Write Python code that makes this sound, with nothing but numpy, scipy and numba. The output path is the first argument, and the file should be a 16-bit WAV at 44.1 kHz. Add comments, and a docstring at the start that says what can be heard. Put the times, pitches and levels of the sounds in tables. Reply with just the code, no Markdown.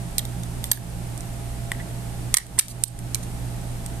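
"""Sharp metal clicks, close by: the last cartridge slides into a revolver, then the cylinder is turned,
swung shut and locks. Each contact is a short crack that rings the steel, the hand-damped frame and the
brass cases; a slide is a swell of tiny catches that ring the same parts. Behind it, ventilation rushes
and hums in a hard room. A limiter turns everything down for a moment after the loudest snaps."""
import sys
import numpy as np
from scipy import signal
from scipy.fft import rfft, irfft
from scipy.io import wavfile
from scipy.ndimage import uniform_filter1d
from numba import njit

SR = 44100
rng = np.random.default_rng(int(sys.argv[2]) if len(sys.argv) > 2 else 0)


def wav_out(sig):
    """Save sig, one row per channel (or a flat mono array), as 16-bit PCM at SR to the path in sys.argv[1]."""
    wavfile.write(sys.argv[1], SR, np.round(np.clip(np.atleast_2d(sig).T, -1, 1) * 32767).astype(np.int16))


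N = 176400
T = np.arange(N) / SR

# The cartridge touches the chamber, bounces and seats. Each row: start in seconds, strength in dB,
# knock level in dB, knock pitch in Hz, brass ring in dB.
CARTRIDGE_HITS = [ (.1820, -11, -3, 4200, -4), (0.191, -21.5, 6.5, 3760, -17),
                  (0.1938, -30.5, 16, 3280, -10), (0.252, -35.5, 14, 3700, 8),
                  (0.4343, -33.5, 8.5, 3600, -8), (.641, -24.5, 10, 3460, -3),
                  (0.7149, -13.5, -12, 4600, 5), (.7160, -3, -4.5, 1720, -1), (0.718, -12.5, 0, 4800, -3),
                  (0.732, -21.5, 4, 3870, -8), (.7740, -38, 15.5, 1660, 0)]
# The cylinder, its swing arm and the latch click and rattle. Each row: start in seconds, strength in dB,
# knock level in dB, knock pitch in Hz, left minus right in dB.
ACTION_CLICKS = [ (1.177, -32.5, -16, 2000, -5), (1.207, -34, -20, 2000, -8.5),
                 (1.7176, -23, 17, 1950, 2.5), (1.801, -49.5, 27.5, 1920, -2), (2.3411, 4.5, -1.5, 2250, 4),
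                 (2.3426, 5.5, 3, 2170, -2), (2.3463, -6.5, 5.5, 1900, -13), (2.3695, 4, -2.5, 2200, -2),
                 (2.3720, 6, -1, 1905, -1), (2.3837, -9, 8, 1990, -4), (2.386, -24, 11, 1950, 3),
                 (2.4005, -27, 9, 2120, -4), (2.4660, -30.5, -12, 2000, 5), (2.5890, -5, -11, 2000, 2.5),
                 (2.5923, 6, -11, 2210, 7), (2.593, 7, -8, 1770, 3), (2.596, 8, -2, 2310, 1),
                 (2.6100, -13, 3, 1800, 10), (2.683, -21, -11, 3700, 6), (2.8374, 0, -33, 2000, -7.5),
                 (2.99, -30.5, -4, 2000, 1), (3.146, -11.5, 1, 4140, -2.5), (3.155, -26, 5.5, 2300, -3),
                 (3.862, -28, -11, 2010, -3)]
# Metal slides on metal. Each row: start and length in seconds, then strength, knock and brass ring in dB.
METAL_SLIDES = [(0.628, 0.057, -29.5, -10, 0), (0.74, 0.034, -28, -14, -5), (1.783, 0.037, -49, 27, -16),
                (2.316, 0.065, -34, 11, -9), (2.576, 0.021, -30, 18.5, -16),
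                (2.679, 0.052, -21.5, -20, -12), (2.872, 0.015, -24.5, -15, -17),
                (3.226, 0.014, -32.5, 0, -22)]
# The tone of a contact's crack. Each row: frequency in Hz, relative level in dB.
CRACK_COLOUR = [(300, -48), (1000, -21), (2700, -2), (4300, 6), (6200, -1.5), (8500, 8.5), (11000, 5),
                (13500, 1.5), (16000, -43)]
# The notes of the steel cylinder and arm. Each row: pitch in Hz, level in dB, seconds to fade by 60 dB.
STEEL_MODES = [(3880, -23, 0.034), (5000, -11.5, 0.0055), (5920, 4, 0.0027), (6460, 1, 0.002),
               (7170, -9.5, 0.015), (7830, -27, 0.036), (8460, -6.5, 0.0073), (8470, 10.5, 0.0021),
               (9700, 1, 0.0014)]
# The notes of the brass cases. Each row: pitch in Hz, level in dB, seconds to fade by 60 dB.
BRASS_MODES = [(12610, -3, 0.047), (12800, -2, 0.021)]
# The notes of a knock on the hand-damped gun. Each row: multiple of the knock pitch, level in dB,
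# seconds to fade by 60 dB.
KNOCK_MODES = [(0.571, -18, 0.02), (1, -7, 0.018), (1.1, -18, 0.013), (1.44, -11.5, 0.0058),
               (1.8, -16.5, 0.012)]
# The tone of the room's echo. Each row: frequency in Hz, relative level in dB.
ECHO_COLOUR = [(300, 25), (2000, 12.5), (5000, 8.5), (8500, 6), (15000, 4)]
# The tone of the rushing air. Each row: frequency in Hz, relative level in dB.
AIR_COLOUR = [(12, -26), (20, -1), (33, -2.5), (64, -15.5), (134, -13), (227, -14.5), (344, -18.5),
              (466, -24), (686, -22), (809, -24), (1010, -29), (5910, -38.5), (8460, -38), (9710, -38.5),
              (13500, -40), (14700, -70)]
# How alike the air sounds left and right. Each row: frequency in Hz, likeness (0 unrelated, 1 the same).
AIR_LIKENESS = [(30, 0.88), (120, 0.69), (300, 0.68), (600, 0.022), (1500, 0.05), (4000, 0.035),
                (12000, 0.37)]
# Motor and duct tones. Each row: pitch in Hz, level in dB, speed of wavering in Hz, unsteady share (0-1).
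HUM_TONES = [(59.76, -39.5, 10.5, 0.46), (119.4, -34, 17.3, 0.36), (173, -44, 11.3, 0.97),
             (620, -63, 8.8, 0.5), (678.6, -53.5, 2, 0.4), (813, -56, 26, 0.62), (903, -62, 11, 0.52)]

CRACK_DB, CRACK_DECAY_S, ATTACK_S = -5.5, 0.0012, 0.0004
CHATTER_DB, CHATTER_DECAY_S = -7.5, 0.0031  # loose parts buzz on after the crack
PITCH_SCATTER, LEVEL_SCATTER_DB, PATH_SCATTER_S = 0.008, 1.5, 0.00004
FRAME_HZ, SLIDE_GRAIN = 1920, 0.25  # a slide's knock pitch, and how uneven its catches are
ECHO_DB, ECHO_FADE_S, ECHO_DELAY_S = -18.5, 0.19, 0.015
PORT_HZ, PORT_WIDTH_HZ, PORT_DB = 8800, 2160, 8.5
LIMIT_DB, LIMIT_ATTACK_S, LIMIT_RELEASE_S = -2.5, 0.000067, 0.11
TREBLE_CUT_HZ = 15600


def revolver():
    """The cartridge's hits, the clicks of the moving parts and the slides, each at its own time."""
    out = np.zeros((2, N))
    for at, db, knock_db, knock_hz, brass_db in CARTRIDGE_HITS:
        add(out, at, strike(knock_db, knock_hz, brass_db) * undb(db) * pan(-1))
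    for at, db, knock_db, knock_hz, pan_db in ACTION_CLICKS:
        click = strike(knock_db, knock_hz, brass_db=-15)  # the loaded cases ring along faintly
        add(out, at, click * undb(db) * pan(pan_db))
    for at, length, db, knock_db, brass_db in METAL_SLIDES:
        add(out, at, slide(length, knock_db, brass_db) * undb(db) * pan(-4))
    return out


def strike(knock_db, knock_hz, brass_db):
    """One contact cracks, chatters, knocks at the pitch of the part it meets and rings steel and brass."""
    t = T[:SR // 10]
    snap = undb(CRACK_DB) * np.exp(-t / CRACK_DECAY_S)
    chatter = undb(CHATTER_DB) * np.exp(-t / CHATTER_DECAY_S)
    crack = noise(CRACK_COLOUR, len(t)) * (snap + chatter)
    knock = ring([(multiple * knock_hz, db, fade_s) for multiple, db, fade_s in KNOCK_MODES], t)
    hit = crack + ring(STEEL_MODES, t) + undb(knock_db) * knock + undb(brass_db) * ring(BRASS_MODES, t)
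    return hit * np.minimum(t / ATTACK_S, 1)


def ring(modes, t):
    """Struck metal rings with fading notes (modes), a little different each time and on each side."""
    out = 0
    for hz, db, fade_s in modes:
        pitch = hz * (1 + PITCH_SCATTER * rng.standard_normal())
        path_s = PATH_SCATTER_S * rng.standard_normal((2, 1))  # its own path to each microphone
        gain = undb(db + LEVEL_SCATTER_DB * rng.standard_normal((2, 1)))
        out = out + gain * np.sin(2 * np.pi * pitch * (t + path_s)) * fade(t, fade_s)
    return out


def slide(length, knock_db, brass_db):
    """Sliding metal catches many times, and each catch is a tiny strike."""
    t = T[:SR // 10]
    swell = np.sin(np.pi * np.minimum(t / length, 1))
    catches = rng.standard_normal(len(t)) * np.exp(SLIDE_GRAIN * rng.standard_normal(len(t))) * swell
    catches /= np.linalg.norm(catches)
    return signal.fftconvolve(strike(knock_db, FRAME_HZ, brass_db), catches[None], axes=1)


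def room_echo(sound):
    """Floor and walls send back a faint, blurred echo."""
    t = T[:SR]
    tail = noise(ECHO_COLOUR, len(t)) * fade(t, ECHO_FADE_S) * (t > ECHO_DELAY_S)
    tail /= np.sqrt(np.sum(tail ** 2, axis=1, keepdims=True))
    return undb(ECHO_DB) * signal.fftconvolve(sound, tail, axes=1)[:, :N]


def air_rush():
    """Air rushes through the ventilation, much alike on both sides in the bass."""
    first, second = rfft(noise(AIR_COLOUR, N))
    alike = on_bins(AIR_LIKENESS, N)
    shared = irfft(first * np.sqrt((1 + alike) / 2), N)
    opposed = irfft(second * np.sqrt((1 - alike) / 2), N)
    return np.array([shared + opposed, shared - opposed])


def vent_hum():
    """The ventilation's motor and ducts hum with wavering tones."""
    hum = 0
    for hz, db, waver_hz, unsteady in HUM_TONES:
        waver = np.sqrt(1 - unsteady ** 2) + unsteady * drift(waver_hz)
        tone = np.exp(2j * np.pi * (hz * T + rng.random()))
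        hum = hum + np.sqrt(2) * undb(db) * (waver * tone).real
    return hum


def drift(hz):
    """A slow random wander in a tone's strength and phase; more Hz makes it quicker."""
    white = rng.standard_normal(N) + 1j * rng.standard_normal(N)
    keep_slow = np.exp(-(np.fft.fftfreq(N, 1 / SR) / hz) ** 2)
    wander = np.fft.ifft(np.fft.fft(white) * keep_slow)
    return wander / wander.std()


def noise(colour, size):
    """Two unrelated noises, left and right, with the tone that a table gives."""
    shaped = irfft(rfft(rng.standard_normal((2, size))) * undb(on_bins(colour, size)), size)
    return shaped / shaped.std()


def on_bins(points, size):
    """Fill in a table's value at every frequency of a spectrum."""
    hz, value = np.array(points).T
    return np.interp(np.log(np.fft.rfftfreq(size, 1 / SR) + 1e-9), np.log(hz), value)


def fade(t, seconds):
    """A fade that falls by 60 dB in the given time."""
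    return np.exp(-np.log(1000) * t / seconds)


def undb(db):
    """Turn decibels into a gain."""
    return 10 ** (np.asarray(db) / 20)


def pan(db):
    """Left and right gains, with the left louder by this many dB."""
    return undb(np.array([[db], [-db]]) / 2)


def add(out, at, sound):
    """Mix a sound in at a time in seconds."""
    start = int(at * SR)
    out[:, start:start + sound.shape[1]] += sound[:, :N - start]


def microphone_port(sound):
    """The right microphone's opening rings a little in the treble."""
    left, right = sound
    ringing = signal.lfilter(*signal.iirpeak(PORT_HZ, PORT_HZ / PORT_WIDTH_HZ, fs=SR), right)
    return np.array([left, right + (undb(PORT_DB) - 1) * ringing])


@njit
def limiter(over_db, attack, release):
    """How many dB to turn down: jumps up when the sound is too loud, then sinks slowly."""
    out, duck_db = np.empty(len(over_db)), 0.
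    for i in range(len(over_db)):
        duck_db += (over_db[i] - duck_db) * (attack if over_db[i] > duck_db else release)
        out[i] = duck_db
    return out


def scene():
    """The revolver in the humming room, at the two microphones."""
    gun = revolver()
    return microphone_port(gun + room_echo(gun) + air_rush() * undb(-35.5) + vent_hum() * pan(-6))


def record(dry):
    """A fast limiter ducks both sides, peaks that slip through clip, and the highest treble is cut."""
    peak_db = 20 * np.log10(np.abs(dry).max(axis=0) + 1e-9)
    attack, release = 1 - np.exp(-1 / (LIMIT_ATTACK_S * SR)), 1 / (LIMIT_RELEASE_S * SR)
    duck_db = limiter(np.maximum(peak_db - LIMIT_DB, 0), attack, release)
    duck_db = uniform_filter1d(duck_db, size=32)  # the limiter looks ahead and eases in
    clipped = np.clip(dry * undb(-duck_db), -1, 1)
    return signal.sosfilt(signal.ellip(8, .2, 70, TREBLE_CUT_HZ, fs=SR, output="sos"), clipped)


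dry = scene()
out = record(dry)
wav_out(out)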